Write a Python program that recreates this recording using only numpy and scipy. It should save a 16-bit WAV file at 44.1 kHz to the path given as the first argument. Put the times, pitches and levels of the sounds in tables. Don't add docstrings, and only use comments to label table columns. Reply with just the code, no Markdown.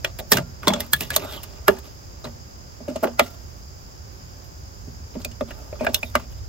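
import sys
import numpy as np
from scipy import signal
from scipy.fft import rfft, irfft, next_fast_len
from scipy.io import wavfile
from scipy.ndimage import uniform_filter1d

SR = 44100
rng = np.random.default_rng(int(sys.argv[2]) if len(sys.argv) > 2 else 0)


def materialize(psi):
    bounded = np.clip(np.atleast_2d(psi).T, -1, 1)
    quanta = np.round(bounded * 32767).astype(np.int16)
    wavfile.write(sys.argv[1], SR, quanta)


def boost(x):
    u = np.asarray(x, float) / 20
    return 10 ** u


N = 285900
PADDED = next_fast_len(N)

# (time [s], level [dB])
TRAFFIC_LEVEL = [
    (0.0, -38.5),
    (1.2, -39.5),
    (2.6, -41.5),
    (4.2, -42),
    (5.6, -39.5),
    (6.48, -34),
]
# (frequency [Hz], density [dB per Hz])
TRAFFIC_SPECTRUM = [(15, -54), (25, -19), (32, -11.5), (40, -17), (50, -5.5), (65, -2), (81, -2.5),
                    (140, -18.5), (180, -60), (310, -120)]
# (frequency [Hz], density [dB per Hz])
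TOWN_SPECTRUM = [(59, -46), (100, -3.5), (181, -10.5), (240, -14.5), (323, -15.5), (390, -14.5), (470, -18),
                 (533, -14.5), (1590, -22), (1830, -26), (4200, -34), (5460, -66), (9240, -120)]
# (frequency [Hz], density [dB per Hz])
INSECT_SPECTRUM = [(2350, -41), (4000, -18.5), (4290, -16.5), (4630, -4), (5110, 1), (5840, -10),
                   (6320, -4.5), (7350, -7.5), (8300, -30.5), (10800, -62), (18300, -120)]
# (frequency [Hz], density [dB per Hz])
HISS_SPECTRUM = [(4710, -11), (8000, -16), (10000, -7), (11600, -9.5), (12400, -2.5), (15100, -2.5),
                 (15800, -1), (16150, -26)]
# (frequency [Hz], correlation [-1..1])
PORT_LIKENESS = [(30, 0.3), (65, 0.5), (130, 0.95), (290, 0.48), (640, -0.45), (1410, -0.67), (3100, 0.05),
                 (15000, -0.03)]
# (frequency [Hz], left minus right [dB])
PORT_BALANCE = [(60, -4), (110, -1.5), (200, -1.5), (380, -6.5), (700, -1), (1290, -2.5), (2380, -0.5),
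                (4400, -2.5), (8120, 1.5), (15000, -8.5)]
# (frequency [Hz], left lead [rad])
COVER_PHASE = [(0, 0), (860, 1.9), (2070, -0.8), (4220, -0.1), (5170, -1.5), (6980, 9.5), (10900, 22.6),
               (13400, 20.2), (15000, 7.9), (15900, 8.4)]
# (frequency [Hz], left lead [rad])
BOX_PHASE = [(0, 0), (600, 0.8), (2240, -7.4), (3880, -6.8), (4820, -8.5), (7150, -1.1), (8700, -3.5),
             (10700, -3.1), (13100, -2.8), (15900, -5.9)]
TOWN_DB, INSECT_DB, HISS_DB = -46.5, -50, -59.5

# (frequency [Hz], level [dB], t60 [s])
BOX_MODES = [(385, 4.5, 0.23), (424, -11, 0.16), (481, 4, 0.08), (534, 8.5, 0.15), (617, 17.5, 0.074),
             (660, 7, 0.16), (717, -4, 0.45)]
# (frequency [Hz], level [dB], t60 [s])
TABLE_MODES = [(133.5, -6.5, 0.48), (169.4, -0.5, 0.38), (213.6, -23, 0.42), (233.9, 3.5, 0.42),
               (244.3, -7.5, 0.45), (302, -17.5, 0.08)]
# (frequency [Hz], level [dB], t60 [s])
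SHELL_MODES = [(945, -4, .045), (1105, -1, .05), (1215, -3, .04), (1390, 1, .035), (1540, 2, .03),
               (1710, 0, .04), (1845, -4, .04), (2050, -4, .035), (2320, -6, .04), (2630, -8, .04),
               (2880, -8, .04)]
# (frequency [Hz], level [dB], t60 [s])
TAB_MODES = [(3500, 9, 0.015), (3340, -15, 0.024), (3466, 27, 0.043), (4610, -40, .035), (4460, 11, 0.0032),
             (4950, -18, 0.007), (5930, 5, 0.01), (6700, 39, 0.027), (8700, -32.5, 0.02)]
# (frequency [Hz], level [dB], t60 [s])
EDGE_MODES = [(8600, -5, .008), (11000, -7, .008), (12700, 0, .012), (14000, -1, .008), (15200, 0, .008)]

# (time [s], box level [dB], box mode [Hz], table level [dB], contact [ms])
COVER_KNOCK_EVENTS = [(0.044, -20, 546, -48, 7.1), (0.187, -28.5, 710, -38.5, 26),
                      (0.318, -12, 420, -18.5, 1.3), (0.343, -23, 385, -18, 1.36),
                      (0.371, -21.5, 666, -22, 23.6), (0.63, -44, 620, -34, 4.9),
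                      (0.672, -14.5, 610, -17, 12.6), (0.682, -24, 390, -43, 5.3),
                      (0.699, -22.5, 373, -26, 13), (0.736, -23, 610, -28.5, 11), (0.802, -47, 640, -49, 3),
                      (0.93, -34.5, 665, -28.5, 14), (1.006, -33, 744, -29.5, 1.4),
                      (1.1, -39, 750, -33, 6.7), (1.161, -16.5, 650, -31.5, 11)]
# (time [s], box level [dB], box mode [Hz], table level [dB], contact [ms])
CELL_KNOCK_EVENTS = [(1.68, -10.5, 620, -49, 6.7), (1.685, -10, 410, -27.5, 3.5),
                     (2.242, -32.5, 497, -30, 30), (2.804, -33.5, 655, -38.5, 3.7),
                     (2.882, -24.5, 543, -24.5, 5.7), (2.898, -33, 616, -29.5, 23),
                     (2.957, -24, 630, -30, 3.7), (3.033, -9.5, 590, -30, 8.3),
                     (3.049, -12.5, 374, -27, 3.6), (3.074, -24, 510, -41, 15),
                     (3.195, -9.5, 613, -44, 3.6), (3.207, -19, 635, -25.5, 2.9),
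                     (4.871, -40, 433, -31, 10.3), (5.152, -29.5, 398, -25.5, 12.5),
                     (5.25, -29.5, 560, -39.5, 14), (5.409, -26, 420, -29, 3.45),
                     (5.507, -33, 687, -61, 5.9), (5.727, -24.5, 610, -60, 3.9),
                     (5.809, -23, 584, -26, 2.8), (5.829, -22.5, 616, -30.5, 4),
                     (5.868, -18, 630, -39, 1.2), (5.884, -22.5, 700, -30, 15),
                     (6.03, -26.5, 715, -39, 5.6), (6.153, -13.5, 692, -25.5, 3.95)]
# (from [s], to [s])
HAND_RESTS = [
    (0.33, 0.65),
    (0.9, 1.6),
    (2.2, 2.3),
    (4.8, 4.9),
]
HAND_ON_TABLE_HZ, COVER_ON_TABLE_HZ, BOX_ON_TABLE_HZ = 127.4, 197, 248
COVER_OFF_S, TABLE_LAG_S = 1.6, 0.00565

# (time [s], shell level [dB], struck spot [Hz], tabs level [dB], edge level [dB])
COVER_CLICK_EVENTS = [(0.046, -16.5, 1890, -21.5, -29), (0.188, -34.5, 1610, -34, -33.5),
                      (0.3188, -6, 1200, -5, -5.5), (0.323, -16.5, 1830, -11, -30),
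                      (0.3317, -14.5, 1750, -11, -18.5), (0.3701, -15, 1550, -17, -23),
                      (0.383, -19.5, 1610, -27, -35), (0.631, -27.5, 1210, -54, -47.5),
                      (0.6719, -10, 1050, -19.5, -30), (0.6805, -12, 970, -9, -19),
                      (0.7022, -23.5, 2090, -35, -62.5), (0.736, -20, 1350, -18.5, -38),
                      (0.7603, -30, 1050, -38, -60), (0.8043, -29, 1740, -21, -22),
                      (0.8613, -45, 1370, -50, -45.5), (0.933, -15.5, 1370, -11.5, -8.5),
                      (1.0071, -22, 2660, -21.5, -23.5), (1.017, -36, 2940, -43, -30),
                      (1.033, -32, 2700, -32, -48), (1.1037, -22, 1810, -23, -26),
                      (1.133, -35, 2900, -36, -38), (1.1398, -25.5, 2880, -25.5, -55),
                      (1.149, -27, 3040, -33, -31), (1.1626, -15.5, 1210, -8.5, -9.5),
                      (1.432, -38, 2850, -38, -32.5), (1.4377, -39.5, 1190, -38.5, -47.5)]
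# (time [s], shell level [dB], struck spot [Hz], tabs level [dB], edge level [dB])
CELL_CLICK_EVENTS = [(1.6806, -1.5, 1175, -15.5, -14), (1.766, -41, 1660, -42, -62),
                     (1.786, -40, 1060, -41, -41.5), (2.242, -43, 1160, -36, -63),
                     (2.249, -32, 1010, -45, -58), (2.269, -39.5, 1020, -55, -62),
                     (2.882, -39, 1310, -45, -49), (2.959, -32, 1160, -32, -45),
                     (3.0357, -22, 1280, -34, -32), (3.042, -18, 1360, -34, -36),
                     (3.071, -27, 1160, -49, -55), (3.1942, -3, 1215, -12.5, -17),
                     (3.262, -41.5, 1350, -39.5, -47), (5.1515, -45, 1120, -51, -67),
                     (5.216, -52, 2470, -38, -54), (5.247, -30.5, 2450, -23, -30),
                     (5.3133, -43.5, 2970, -41.5, -74), (5.4083, -24, 1180, -42, -48.5),
                     (5.507, -32.5, 1710, -45, -51), (5.7265, -40, 1140, -58, -63),
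                     (5.757, -52, 1200, -58, -65), (5.808, -35, 1130, -52, -72),
                     (5.846, -26, 1570, -48, -36), (5.8665, -14.5, 1600, -29.5, -49),
                     (5.944, -20.5, 2740, -10.5, -14.5), (5.957, -52, 2800, -39, -44),
                     (6.0302, -21.5, 2370, -30.5, -53), (6.153, -7, 1460, -20, -25),
                     (6.196, -33, 1160, -46, -47)]
SHELL_CONTACT_MS, TAB_CONTACT_MS, SOFTER_MS_PER_DB = 2.65, 4.25, 0.38
BIG_TAB_HZ, SPRING_HZ, FAINT_BELOW_DB = 3450, 4880, -30.5

# (start [s], length [s], dull level [dB], middle level [dB], bright level [dB])
SLIDE_STROKES = [(0.307, 0.1, -25, -25, -26.5), (0.044, 0.069, -35.5, -37.5, -52),
                 (0.186, 0.023, -35, -27.5, -27.5), (0.378, 0.054, -25.5, -37, -45),
                 (0.614, 0.16, -36, -43, -49), (0.672, 0.12, -25, -34, -42), (0.716, 0.23, -37, -40, -59),
                 (0.793, 0.066, -38.5, -53, -39), (0.937, 0.13, -43, -36.5, -35),
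                 (1, 0.11, -36.5, -36, -39), (1.103, 0.1, -32, -32.5, -45),
                 (1.151, 0.21, -37.5, -38.5, -43), (1.176, 0.21, -35.5, -45.5, -51),
                 (1.27, 0.21, -40.5, -39.5, -42), (1.352, 0.68, -46, -50.5, -59),
                 (1.673, 0.13, -31.5, -44, -43), (1.828, 0.12, -44.5, -48, -50),
                 (2.237, 0.069, -33, -44, -50), (2.875, 0.07, -37.5, -44, -51),
                 (2.942, 0.073, -37.5, -45, -56), (3.002, 0.07, -44, -47, -61),
                 (3.026, 0.034, -15.5, -47, -28.5), (3.044, 0.11, -32, -45.5, -51),
                 (3.175, 0.037, -61, -50, -54), (3.209, 0.095, -37, -38.5, -42),
                 (3.264, 0.2, -47, -53, -50), (4.43, 0.074, -62, -61, -52), (5.136, 0.041, -44, -48, -58),
                 (5.188, .05, -41, -51, -51), (5.47, 0.098, -38.5, -44, -50), (5.533, 0.29, -42, -56, -52),
                 (5.735, 0.11, -40, -53, -68), (5.786, 0.13, -34, -43, -50.5),
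                 (5.878, 0.074, -38, -42.5, -54), (5.931, 0.07, -31.5, -44, -32),
                 (5.997, 0.2, -60, -46.5, -41), (6.16, 0.1, -36.5, -39, -48.5),
                 (6.285, 0.14, -46, -50, -51)]
# (frequency [Hz], width [Hz], level [dB])
RUBBED_PARTS = [
    [(262, 130, -3), (407, 74, 0.5), (610, 152, 1.5), (870, 790, -6.5), (1210, 108, -2), (1570, 340, -21.5)],
    [(2050, 330, 4), (2700, 500, 2), (3450, 690, 5), (4430, 1900, -1.5), (6750, 1480, -2.5),
     (7300, 850, -0.5)],
    [(9900, 1800, -2), (11300, 1500, -0.5), (12500, 1200, 3.5), (14100, 1900, 0.5), (15200, 1500, -2)],
]
STROKE_RISE_SHARE, STROKE_FADE_DB = 0.21, 21.5

# (time [s], frequency [Hz], level [dB], t60 [s])
PART_TWANGS = [(0.372, 1390, -40.5, 0.39), (0.32, 5450, -2.5, 0.025), (0.322, 1800, -8, 0.041),
               (0.338, 640, -15, 0.043), (0.371, 2850, -17, .04), (0.702, 1000, -17, 0.043),
               (0.804, 3500, -31, 0.026), (0.806, 2070, -27, 0.072), (1.164, 4410, -17, 0.036),
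               (1.377, 3150, -30, .03), (1.682, 1470, -9, 0.038), (3.196, 3250, -17, .04),
               (0.047, 3320, -15.5, .03), (1.705, 400, -27, .2), (2.96, 2920, -35, .05),
               (3.255, 680, -41.5, 0.54), (5.729, 2400, -35, .02), (5.756, 1300, -38, .03),
               (5.823, 2350, -32, .03), (5.868, 3600, -25, 0.032), (5.879, 1650, -32, 0.036),
               (5.9445, 3730, -8.5, 0.033), (0.69, 3400, -28, 0.28), (0.632, 3000, -45, 0.11),
               (0.9342, 1706, -6, 0.057), (1.008, 2880, -29, 0.16), (1.105, 1710, -18, 0.057),
               (1.684, 1695, -6.5, 0.034), (1.682, 2770, -18, 0.044), (2.243, 4030, -28.5, 0.04),
               (2.251, 4100, -35, .04), (3.197, 2022, -8, 0.036), (5.797, 2490, -35, .06),
               (5.811, 2300, -34, 0.054), (5.83, 2400, -35, .06), (6.157, 3400, -25, .03),
               (3.225, 1370, -41, 0.42), (5.867, 1640, -12, 0.05), (5.945, 2890, -15.5, 0.055),
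               (0.047, 2410, -13.5, 0.018), (0.0475, 2880, -12, 0.01), (0.2, 706, -33, 0.1),
               (0.672, 420, -13, 0.025), (0.672, 3450, -10, 0.029), (0.681, 3450, -4, 0.025),
               (0.7, 710, -17, .04), (0.724, 830, -17, 0.045), (0.738, 3450, -10.5, 0.02),
               (0.74, 610, -27, 0.047), (0.9339, 3340, -7.5, 0.031), (0.933, 4260, -17, 0.037),
               (1.684, 403.5, -7.5, 0.08), (1.69, 201, -20.5, 0.14), (0.674, 280, -11.5, 0.041),
               (3.196, 2900, -14, 0.044), (1.682, 618, -13, 0.071), (2.879, 584, -23.5, 0.095),
               (2.957, 625, -19, 0.076), (3.206, 679, -8, 0.06), (5.248, 4610, -23, 0.029),
               (5.248, 2470, -28.5, 0.052), (5.408, 250, -28, 0.11), (5.4098, 593, -12, 0.031),
               (5.421, 550, -16.5, 0.039), (5.41, 3570, -31, .03), (5.509, 2840, -31.5, 0.034),
               (5.809, 610, -16.5, 0.05), (5.822, 590, -20.5, .06), (5.847, 603, -21, 0.056),
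               (5.8675, 706, -9.5, 0.046), (5.867, 2450, -12.5, 0.022), (5.879, 636, -22.5, 0.07),
               (5.903, 650, -29, .07), (6.03, 2490, -16, 0.023), (6.154, 673, -20, 0.057),
               (6.154, 1150, -6.5, 0.024), (6.1545, 2050, -14.5, 0.045), (2.882, 2840, -40, 0.091)]
# (time [s], frequency [Hz], level [dB])
DRAG_TRACKS = [
    [(1.185, 3804, -46), (1.27, 3600, -48), (1.305, 3680, -42), (1.34, 3260, -39), (1.38, 3100, -44),
     (1.425, 2900, -55)],
    [(1.2, 1250, -46), (1.28, 1300, -40.5), (1.335, 1448, -49), (1.41, 900, -42.5)],
    [(5.953, 3800, -38), (6.0, 3330, -52)],
    [(6.045, 3750, -52.5), (6.07, 3680, -48), (6.11, 3550, -50)],
]


def rms_one(x):
    return x / np.sqrt(np.mean(x ** 2) + 1e-20)


def at_hz(points, hz):
    f, v = np.transpose(points)
    return np.interp(np.log(hz + 1), np.log(f + 1), v)


def drifting_gain(spread_db, rate_hz):
    knots = boost(spread_db * rng.standard_normal(N // 100))
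    return np.interp(np.arange(N) / SR * rate_hz * 2, np.arange(len(knots)), knots)


def field(spectrum, flicker_db, rate_hz):
    hz = np.fft.rfftfreq(PADDED, 1 / SR)
    mid, side = rfft(rng.standard_normal((2, PADDED))) * boost(at_hz(spectrum, hz))
    alike = np.clip(at_hz(PORT_LIKENESS, hz), -1, 1)
    pair = np.sqrt(1 + alike) * mid + np.sqrt(1 - alike) * side * [[1], [-1]]
    pair *= boost(at_hz(PORT_BALANCE, hz) / 2 * np.array([[1], [-1]]))
    noise = irfft(pair, PADDED)[:, :N]
    return rms_one(noise * drifting_gain(flicker_db, rate_hz))


def outdoors():
    traffic_db = np.interp(np.arange(N) / SR, *np.transpose(TRAFFIC_LEVEL))
    traffic = boost(traffic_db) * field(TRAFFIC_SPECTRUM, flicker_db=0.5, rate_hz=5.0)
    town = boost(TOWN_DB) * field(TOWN_SPECTRUM, flicker_db=0.4, rate_hz=3.0)
    insects = boost(INSECT_DB) * field(INSECT_SPECTRUM, flicker_db=1.0, rate_hz=140.0)
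    hiss = boost(HISS_DB) * field(HISS_SPECTRUM, flicker_db=0.8, rate_hz=6.0)
    return traffic + town + insects + hiss


def strikes(at_s, peak_db, contact_ms, modes, favoured_hz, spot_db, spot_t60, crack_db, crack_ms):
    hz, level_db, t60 = np.transpose(modes)[:, :, None]
    lowest_hz = hz.min()
    length = SR // (5 if lowest_hz < 300 else 7 if lowest_hz < 600 else 11)
    early = SR // 40
    t = np.arange(length) / SR
    since_ms = (t - early / SR) * 1000
    band_hz = [lowest_hz, min(hz.max() * 0.97, 17000)]
    band = signal.butter(2, band_hz, "band", fs=SR, output="sos")
    no_bass = signal.butter(2, lowest_hz * 0.7, "high", fs=SR, output="sos")
    out = np.zeros(N + length + early)
    for s, db, ms, near_hz in zip(at_s, peak_db, contact_ms, favoured_hz):
        part = np.maximum(since_ms, 0) / max(ms, 0.3)
        rise = 1 - np.exp(-part / 0.058)
        uneven = boost(6.96 * rng.standard_normal(length))
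        chatter = rng.standard_normal(length) * uneven * rise * np.exp(-part ** 2)
        chatter = chatter[:3 * early]
        grip = rng.standard_normal((3, len(hz), 1)) * [[[0.01]], [[3]], [[0.25]]]
        away_db = 13.3 * np.abs(np.log2(hz / near_hz))
        decay_db = 60 * t / t60 * np.exp(np.abs(grip[2]))
        rings = np.sin(2 * np.pi * hz * (1 + grip[0]) * t)
        rings = rings * boost(level_db + grip[1] - away_db - decay_db)
        spot = np.sin(2 * np.pi * near_hz * t) * boost(spot_db - 60 * t / spot_t60)
        turn = np.exp(2j * np.pi * near_hz * t[:len(chatter)])
        spot *= np.linalg.norm(chatter) / np.abs(chatter @ turn)
        body = signal.fftconvolve(chatter, rings.sum(axis=0) + spot)[:length]
        lead_in = boost(-26) * np.exp(-np.abs(since_ms) / 5.8)
        burst = rise * np.exp(-since_ms / (crack_ms + ms / 2))
        crack = signal.sosfilt(band, rng.standard_normal(length) * (lead_in + burst))
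        crack += 0.59 * signal.lfilter(*signal.iirpeak(near_hz, 1.3, SR), crack)
        hit = rms_one(body) + boost(crack_db) * rms_one(crack)
        hit = signal.sosfilt(no_bass, hit)
        loudest = np.sqrt(uniform_filter1d(hit ** 2, size=200).max())
        out[round(s * SR):][:length] += boost(db) * hit / loudest
    return out[early:early + N]


def knocks():
    s, db, hz, table_db, ms = np.transpose(COVER_KNOCK_EVENTS + CELL_KNOCK_EVENTS)
    hand_rests = sum((s > a) & (s < b) for a, b in HAND_RESTS)
    laden_hz = np.where(s < COVER_OFF_S, COVER_ON_TABLE_HZ, BOX_ON_TABLE_HZ)
    table_hz = np.where(hand_rests, HAND_ON_TABLE_HZ, laden_hz)
    box = strikes(s, db - 0.1, ms, BOX_MODES, hz,
                  spot_db=17.5, spot_t60=0.04, crack_db=-6.0, crack_ms=13.0)
    table = strikes(s + TABLE_LAG_S, table_db + 3.0, ms, TABLE_MODES, table_hz,
                    spot_db=7.5, spot_t60=0.12, crack_db=-23, crack_ms=7.6)
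    return box + table


def stroke_pressure(part):
    out = np.zeros(N + SR)
    for start_s, length_s, *top_db in SLIDE_STROKES:
        done = np.linspace(0, 1, round(length_s * SR))
        swell = np.clip(done / STROKE_RISE_SHARE, 0, 1) * np.clip((1 - done) * 10, 0, 1)
        fade_db = STROKE_FADE_DB * np.clip(done - STROKE_RISE_SHARE, 0, 1)
        out[round(start_s * SR):][:len(done)] += swell * boost(top_db[part] - fade_db)
    return out[:N]


def slides(slips_per_s=3000, uneven_db=4.0):
    out = np.zeros(N)
    slips = (rng.random(N) < slips_per_s / SR) * rng.choice([-1, 1], N)
    slips = slips * boost(uneven_db * np.minimum(rng.exponential(1, N), 4))
    slips = slips * drifting_gain(spread_db=2.5, rate_hz=45.0) + 1e-18
    for part, modes in enumerate(RUBBED_PARTS):
        rubbed = np.zeros(N)
        for j, (hz, width_hz, level_db) in enumerate(modes):
            touch = slips * drifting_gain(spread_db=1.8, rate_hz=20.0) * boost(level_db) * (-1) ** j
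            rubbed += signal.lfilter(*signal.iirpeak(hz, hz / width_hz, SR), touch)
        out += rms_one(rubbed) * stroke_pressure(part)
    return out


def clicks():
    s, db, hz, tabs_db, edge_db = np.transpose(COVER_CLICK_EVENTS + CELL_CLICK_EVENTS)
    longer_ms = SOFTER_MS_PER_DB * np.maximum(-21.5 - np.maximum(db, tabs_db), 0)
    tab_hz = np.where(tabs_db < FAINT_BELOW_DB, SPRING_HZ, BIG_TAB_HZ)
    edge_hz = np.full(len(s), 14000.0)
    shell = strikes(s, db - 0.1, SHELL_CONTACT_MS + longer_ms, SHELL_MODES, hz,
                    spot_db=23.5, spot_t60=0.015, crack_db=-3.5, crack_ms=2.9)
    tabs = strikes(s, tabs_db - 0.1, TAB_CONTACT_MS + longer_ms, TAB_MODES, tab_hz,
                   spot_db=20.0, spot_t60=0.022, crack_db=10.0, crack_ms=0.74)
    edge = strikes(s, edge_db + 4.0, TAB_CONTACT_MS * 0.8 + longer_ms, EDGE_MODES, edge_hz,
                   spot_db=-9, spot_t60=0.01, crack_db=5, crack_ms=1.2)
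    return shell + tabs + edge


def twangs():
    out = np.zeros(N + SR)
    t = np.arange(SR // 2) / SR
    for s, hz, db, t60 in PART_TWANGS:
        turn = 2 * np.pi * hz * t
        cluster = np.sin(turn) + 0.4 * np.sin(turn * 1.02) + hz / 6000 * np.sin(turn * 0.953)
        attack = np.minimum(t / 0.0012, 1)
        out[round(s * SR):][:len(t)] += cluster * boost(db - 60 * t / t60) * attack
    return out[:N]


def drag(width_hz=160):
    t = np.arange(N) / SR
    out = np.zeros(N)
    lowpass = signal.butter(2, width_hz, fs=SR)
    flutter = rms_one(signal.lfilter(*lowpass, rng.standard_normal((2, N))))
    for s, hz, db in map(np.transpose, DRAG_TRACKS):
        turn = 2 * np.pi * np.cumsum(np.interp(t, s, hz)) / SR
        fade = np.clip(np.minimum(t - s[0], s[-1] - t) / 0.008, 0, 1)
        level = fade * np.interp(t, s, boost(db))
        out += level * (flutter[0] * np.cos(turn) + flutter[1] * np.sin(turn))
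    return out * drifting_gain(spread_db=2.5, rate_hz=60)


def two_ports(x, lead):
    hz = np.fft.rfftfreq(PADDED, 1 / SR)
    f, radians = np.transpose(lead)
    in_step = np.clip(hz / 1000, 0, 1)
    swing = np.tanh(10.0 * np.sin(np.interp(hz, f, radians)))
    phase = in_step * (1.164 + hz / 30000) * swing
    half = np.exp(0.5j * phase) * boost(at_hz(PORT_BALANCE, hz) / 2)
    return irfft(rfft(x, PADDED) * np.array([half, 1 / half]), PADDED)[:, :N]


def table_echoes(x, level_db=-15, t60=0.059):
    t = np.arange(SR // 6) / SR
    tail = rng.standard_normal((2, len(t))) * boost(-60 * t / t60) * (t > 0.0015)
    tail = signal.lfilter([1, -1], np.convolve([1, -0.6], [1, -0.95]), tail)
    tail = tail / np.sqrt((tail ** 2).sum(axis=1, keepdims=True))
    return boost(level_db) * signal.fftconvolve(x[None], tail, axes=1)[:, :N]


def scene():
    near = knocks() + slides() + clicks() + twangs() + drag()
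    near = signal.lfilter(*signal.butter(2, 110, "high", fs=SR), near)
    near = near - 0.5 * signal.lfilter(*signal.iirpeak(10000, 3, SR), near)
    cover = np.arange(N) < COVER_OFF_S * SR
    direct = two_ports(near * cover, COVER_PHASE) + two_ports(near * ~cover, BOX_PHASE)
    return boost(-4.5) * direct + table_echoes(near) + outdoors()


def low_pass(x):
    return signal.sosfilt(signal.butter(12, 16380, fs=SR, output="sos"), x)


def record(dry):
    clipped = dry / (1 + np.abs(dry) ** 4) ** 0.25
    top_cut = signal.cheby2(10, 30, 16600, fs=SR, output="sos")
    mix = signal.sosfilt(top_cut, clipped)
    return low_pass(mix)


dry = scene()
out = record(dry)
materialize(out)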